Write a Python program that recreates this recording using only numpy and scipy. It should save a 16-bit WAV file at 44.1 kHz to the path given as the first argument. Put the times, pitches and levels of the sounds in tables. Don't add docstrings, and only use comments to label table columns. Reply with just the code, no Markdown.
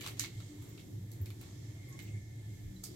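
import sys
import numpy as np
from scipy import signal
from scipy.fft import rfft, irfft
from scipy.io import wavfile
from scipy.ndimage import uniform_filter1d

SR = 44100
rng = np.random.default_rng(int(sys.argv[2]) if len(sys.argv) > 2 else 0)


def pcm_store(signal):
    levels = np.round(np.clip(np.atleast_2d(signal), -1, 1) * 32767)
    wavfile.write(sys.argv[1], SR, levels.astype(np.int16).T)


N = 130095
FREQS = np.fft.rfftfreq(N, 1 / SR) + 1e-3


def undb(db):
    return 10 ** (np.asarray(db) / 20)


def along_hz(table, hz):
    table = np.maximum(np.array(table, float), [1, -np.inf])
    return np.interp(np.log(hz), np.log(table[:, 0]), table[:, 1])


def walk(rate):
    k = int(SR / rate)
    steps = np.repeat(rng.standard_normal(N // k + 1), k)
    return np.sqrt(2) * uniform_filter1d(uniform_filter1d(steps, k), k)[:N]


def noise(gain):
    # f/Hz, likeness [-1..1]
    likeness = [(25, 0.69), (60, 1), (130, 0.99), (290, .75), (640, 0.2), (1400, -0.072), (3100, -0.022)]
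    like = np.clip(along_hz(likeness, FREQS), -1, 1)
    mid, side = rfft(rng.standard_normal((2, N))) * gain * np.sqrt([1 + like, 1 - like])
    x = irfft(np.array([mid + side, mid - side]), N)
    return x / np.sqrt(np.mean(x.mean(axis=0) ** 2))


def narrow(hz, width):
    return noise(1 / (1 + (2 * (FREQS - hz) / width) ** 2))


def bed(table, db):
    flicker_db, flicker_per_s = 1.5, 7.66
    inside = (FREQS > table[0][0]) & (FREQS < table[-1][0])
    whole = rfft(noise(undb(along_hz(table, FREQS)) * inside))
    first, last = np.floor(2 * np.log2(table[0][0])), 2 * np.log2(table[-1][0])
    out = 0
    for centre in np.arange(first, last + 1):
        share = np.clip(1 - abs(2 * np.log2(FREQS) - centre), 0, 1)
        out = out + irfft(whole * share, N) * undb(flicker_db * walk(flicker_per_s))
    return out * undb(db)


def hiss():
    # t/s, hiss level/dB, treble hiss level/dB
    levels = np.array([(0.0, -61, -69), (0.09, -60.5, -62), (0.2, -71.5, -80), (0.35, -65.5, -75),
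                       (1.05, -70.5, -76), (1.33, -68, -73.5), (1.44, -63, -74), (1.58, -67.5, -75.5),
                       (1.79, -67.5, -76.5), (2.0, -66, -72.5), (2.25, -70, -78), (2.62, -68.5, -75),
                       (2.81, -70, -76.5), (2.95, -65.5, -73)])
    # f/Hz, level/dB per Hz
    hiss_colour = [(530, -5), (900, -7), (1090, -21), (1610, -13.5), (1730, -1.5), (1900, -3.5), (2080, -4),
                   (2230, -4.5), (2510, -8), (2940, -8.5), (3180, -2), (4810, -7.5), (7350, -4),
                   (9500, -14.5), (12400, -25), (16000, -58)]
    # f/Hz, level/dB per Hz
    treble_colour = [(5290, -6), (9000, -35), (9350, -4), (11700, 4), (13600, 1), (16000, -8.5)]
    at_s, hiss_db, treble_db = levels.T
    t = np.arange(N) / SR
    return bed(hiss_colour, np.interp(t, at_s, hiss_db)) + bed(treble_colour, np.interp(t, at_s, treble_db))


def rumble():
    # t/s, boom level/dB, upper rumble level/dB
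    levels = np.array([(0.0, -48, -55), (0.27, -50, -54.5), (0.42, -43, -59.5), (0.54, -61, -57),
                       (0.61, -46.5, -63), (0.66, -49, -53.5), (0.9, -52, -57.5), (0.93, -41.5, -57),
                       (1.09, -48.5, -60.5), (1.19, -48, -56), (1.82, -46.5, -59.5), (1.97, -52, -54.5),
                       (2.18, -41, -57), (2.21, -48.5, -62.5), (2.69, -45.5, -59), (2.83, -56, -60),
                       (2.88, -44, -57.5), (2.95, -53, -56.5)])
    # f/Hz, level/dB per Hz
    boom_colour = [(35, -58), (60, -19), (91, -3), (108, 5.5), (120, 0), (161, -14), (194, -25),
                   (220, -26.5), (290, -51)]
    # f/Hz, level/dB per Hz
    upper_colour = [(94, -13), (160, -3), (193, -5.5), (231, -8), (302, -1.5), (551, -20), (743, -23.5),
                    (1010, -30), (1950, -32)]
    # f/Hz, level/dB per Hz
    sub_colour = [(15, -22), (27, -13), (40, 0), (52, -7), (70, -4)]
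    at_s, boom_db, upper_db = levels.T
    t = np.arange(N) / SR
    out = bed(sub_colour, -66)
    out = out + bed(boom_colour, np.interp(t, at_s, boom_db))
    return out + bed(upper_colour, np.interp(t, at_s, upper_db))


def resonances():
    # f/Hz, width/Hz, level/dB rms before wavering
    rings = [(188, 13, -66), (298, 8.9, -68), (346.7, 12.6, -72), (1758, 18, -84.5), (2132, 107, -76)]
    # t/s at the middle, length/s, f/Hz, width/Hz, level/dB rms at the height
    swells = [(0.535, 0.18, 298, 8.7, -53), (0.594, 0.63, 1100, 800, -78), (0.933, 0.26, 310, 12, -57),
              (1.229, 0.077, 101, 19, -38.5), (1.765, .12, 655, 13, -75.5), (1.928, 0.13, 1100, 34, -68.5),
              (2.164, 0.12, 2170, 220, -67), (2.67, 0.12, 40, 15, -52), (2.693, 0.5, 188, 3.6, -58)]
    waver_db, waver_per_s = 4.5, 5.6
    t, out = np.arange(N) / SR, 0
    for hz, width, db in rings:
        out = out + undb(db + waver_db * walk(waver_per_s)) * narrow(hz, width)
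    for s, length, hz, width, db in swells:
        swell = np.cos(np.pi * np.clip((t - s) / length, -.5, .5)) ** 2
        out = out + undb(db) * narrow(hz, width) * swell
    return out


def bubble(t, hz, db, t60, glide):
    rise_s = 0.0015
    ring = np.sin(2 * np.pi * hz * t * (1 + glide * t / t60 / 2))
    return ring * (1 - np.exp(-t / rise_s)) * undb(db - 60 * t / t60)


def spatter(t, hz, width, db, t60):
    fizz = noise(np.exp(-2 * ((FREQS - hz) / width) ** 2))[:, :len(t)]
    return fizz * undb(db - 60 * t / t60)


def plinks(t):
    per_s, low_hz, octaves = 300, 1843, 2.2
    cycles, level_db = 6, -5
    gap, pitch, side = rng.random((128, 3)).T
    start = np.cumsum(-np.log(gap)) / per_s
    hz, age = low_hz * 2 ** (octaves * pitch), t[:512, None]
    rings = np.sin(2 * np.pi * hz * age) * undb(-20 * age * hz / cycles)
    place = np.minimum(start * SR, len(t)).astype(int) + np.arange(len(age))[:, None]
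    out = np.zeros((2, 2 * len(t)))
    for port, share in zip(out, (side, 1 - side)):
        np.add.at(port, place, rings * np.sqrt(share))
    expected_rms = np.sqrt(np.mean(rings ** 2) * len(age) * per_s / SR / 2)
    return undb(level_db) * out[:, :len(t)] / expected_rms


def spray(t, t60):
    drops_per_s, scatter_db, biggest = 3680, 4.5, 2.2
    patch_db, patch_s, rise_s = 4, 0.0024, 0.0027
    n = len(t)
    luck, size = rng.random((2, n)), rng.exponential(size=(2, n))
    hits = np.clip(drops_per_s - luck * SR, 0, 1000)
    drops = hits * undb(scatter_db * np.minimum(size, biggest)) * rng.standard_normal((2, n))
    patch = uniform_filter1d(rng.standard_normal(n), size=int(patch_s * SR))
    patchy = undb(patch_db * patch / patch.std()) * drops / drops.std()
    fade = undb(-60 * t / max(t60, .01)) * (1 - np.exp(-t / rise_s))
    return fade * (patchy + plinks(t))


def crack(t, hz, crack_db):
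    t60_s, rise_s, port_lag_s = 0.0091, 0.0001, 0.00019
    slap_db = 9
    burst = (1 - np.exp(-t / rise_s)) * undb(crack_db - 60 * t / t60_s)
    signs = np.sign(rng.standard_normal(len(t)))
    lag = np.exp(-2j * np.pi * hz * np.array([[0], [port_lag_s]]))
    return (rfft(signs * burst) + undb(crack_db + slap_db)) * lag


def splash(t, db, lows_db, low_middle_db, highs_db, t60, crack_db):
    # f/Hz, level/dB per Hz
    base_colour = [(290, -24), (500, -20), (819, -16.5), (1250, -11.5), (1770, -13.5), (2190, -7.5),
                   (2360, -10), (4150, -1), (5240, -5.5), (7210, -3), (9360, -11), (11800, -5.5),
                   (16000, -17)]
    trim_db = -16.5
    n = len(t)
    hz = FREQS[0] + np.fft.rfftfreq(n, 1 / SR)
    tilt = [(1100, lows_db), (2280, low_middle_db), (5240, 0), (13000, highs_db)]  # f/Hz, level/dB
    colour_db = along_hz(base_colour, hz) + along_hz(tilt, hz)
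    low_cut = np.clip(hz / base_colour[0][0], 0, 1) ** 2
    cepstrum = irfft(np.log(undb(colour_db) * low_cut), n)
    fold = np.where(t < t[n // 2], 2, 0) / np.where(t == 0, 2, 1)
    shape = np.exp(rfft(cepstrum * fold))
    shape = shape / np.sqrt(np.mean(abs(shape) ** 2))
    both = crack(t, hz, crack_db) + rfft(spray(t, t60))
    return undb(db + trim_db) * irfft(both * shape, n)


def water():
    # t/s, f/Hz, level/dB, t60/s, rise of pitch over the t60 [share]
    bubble_rows = [(0.0725, 2160, -40, 0.016, 0.03), (0.2, 1810, -46.5, 0.088, 0.02),
                   (0.24, 2190, -47, 0.027, 0.024), (1.3035, 3460, -42, 0.011, 0.11),
                   (1.9905, 2100, -34, 0.0091, 0.067), (2.763, 3970, -48.5, 0.028, .06)]
    # t/s, centre f/Hz, width/Hz, level/dB rms at the start, t60/s
    spatter_rows = [(0.1952, 6900, 1730, -32, 0.014), (0.2055, 11900, 2000, -50, 0.017),
                    (.69, 14400, 3000, -65, 0.082), (1.2155, 13900, 2200, -54.5, 0.045),
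                    (1.413, 11900, 6000, -55.5, 0.023), (1.888, 11500, 2480, -64, 0.11),
                    (1.926, 6600, 1990, -60.5, 0.052), (2.017, 7800, 1500, -65.5, 0.056),
                    (2.024, 14600, 3030, -61, 0.08), (2.8386, 7100, 3040, -45, 0.048),
                    (2.84, 5030, 900, -54.5, 0.15)]
    # t/s, level/dB before the common trim, lows/dB, low-middle/dB, highs/dB,
    # spray t60/s (at least 0.01), crack level over spray/dB
    splash_rows = [(0.0092, -36.5, 4, 16, 4.5, 0.26, 14), (0.0335, -34.5, 15.5, 8, -1, 0.2, 2),
                   (0.046, -41.5, 22, 22, -2, 0.33, 1), (0.0632, -29, 14, 6.5, -1, 0.12, 13.5),
                   (0.0755, -37, -4, 1, 3, 0.054, 17.5), (0.171, -41.5, 8, 9, -2, 0.12, 10),
                   (0.1905, -36, -11, -6, -6, 0.079, 3), (0.1955, -21, -2.5, 0.5, 2, 0.1, 13),
                   (0.2046, -41.5, 3, 6, -3, 0.06, 15), (0.215, -35, -3, 9, -10, 0.16, 9),
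                   (0.2389, -31, 7, 9, -10, 0.12, 14), (0.403, -41, 15, 5, -6, 0.079, 11.5),
                   (0.6188, -48, 22, 7.5, 14, 0.4, 8), (0.7771, -42.5, 8.5, 15, -5, 0.091, 10),
                   (0.7944, -43.5, -4, 13, 0, 0.094, 1), (1.1148, -45, -20, -7, 7, 0.26, 9),
                   (1.2587, -40, 2, 11, 8, 0.11, 12.5), (1.304, -43, 11, 14, 6.5, 0.056, 13),
                   (1.4127, -44.5, 13, 14, 2, 0.12, 13), (1.4292, -52, 27, 16, 7, 0.69, 10),
                   (1.991, -40.5, 5, 13.5, 3, 0.12, 14.5), (2.0491, -48, 10, 18, -6, 0.24, 4),
                   (2.836, -30, 4.5, -2, 9, 0.13, 3)]
    out, t = np.zeros((2, N + SR)), np.arange(SR // 2) / SR
    for source, rows in (bubble, bubble_rows), (spatter, spatter_rows), (splash, splash_rows):
        for s, *row in rows:
            start = int(s * SR)
            out[:, start:start + len(t)] += source(t, *row)
    return out[:, :N]


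def walls(dry):
    t60_s, level_db = 0.21, -2
    t = np.arange(SR // 2) / SR
    tail = rng.standard_normal((2, len(t))) * undb(-60 * t / t60_s)
    tail = tail / np.sqrt(np.sum(tail ** 2, axis=1, keepdims=True))
    return undb(level_db) * signal.fftconvolve(dry, tail, axes=1)[:, :N]


def scene():
    background = hiss() + rumble() + resonances()
    direct = water()
    return background + direct + walls(direct)


def record(dry):
    # f/Hz, left minus right level/dB
    balance = [(60, 0), (150, -1.4), (350, 2.5), (700, 5), (1400, 4), (2800, -1.4), (5600, -6),
               (8500, -9.5), (11000, 4.5), (15000, -6)]
    top_hz = 15900
    half_db = along_hz(balance, FREQS) / 2
    ports = irfft(rfft(dry) * undb([half_db, -half_db]), N)
    return signal.sosfilt(signal.ellip(10, .2, 60, top_hz, fs=SR, output="sos"), ports)


dry = scene()
out = record(dry)
pcm_store(out)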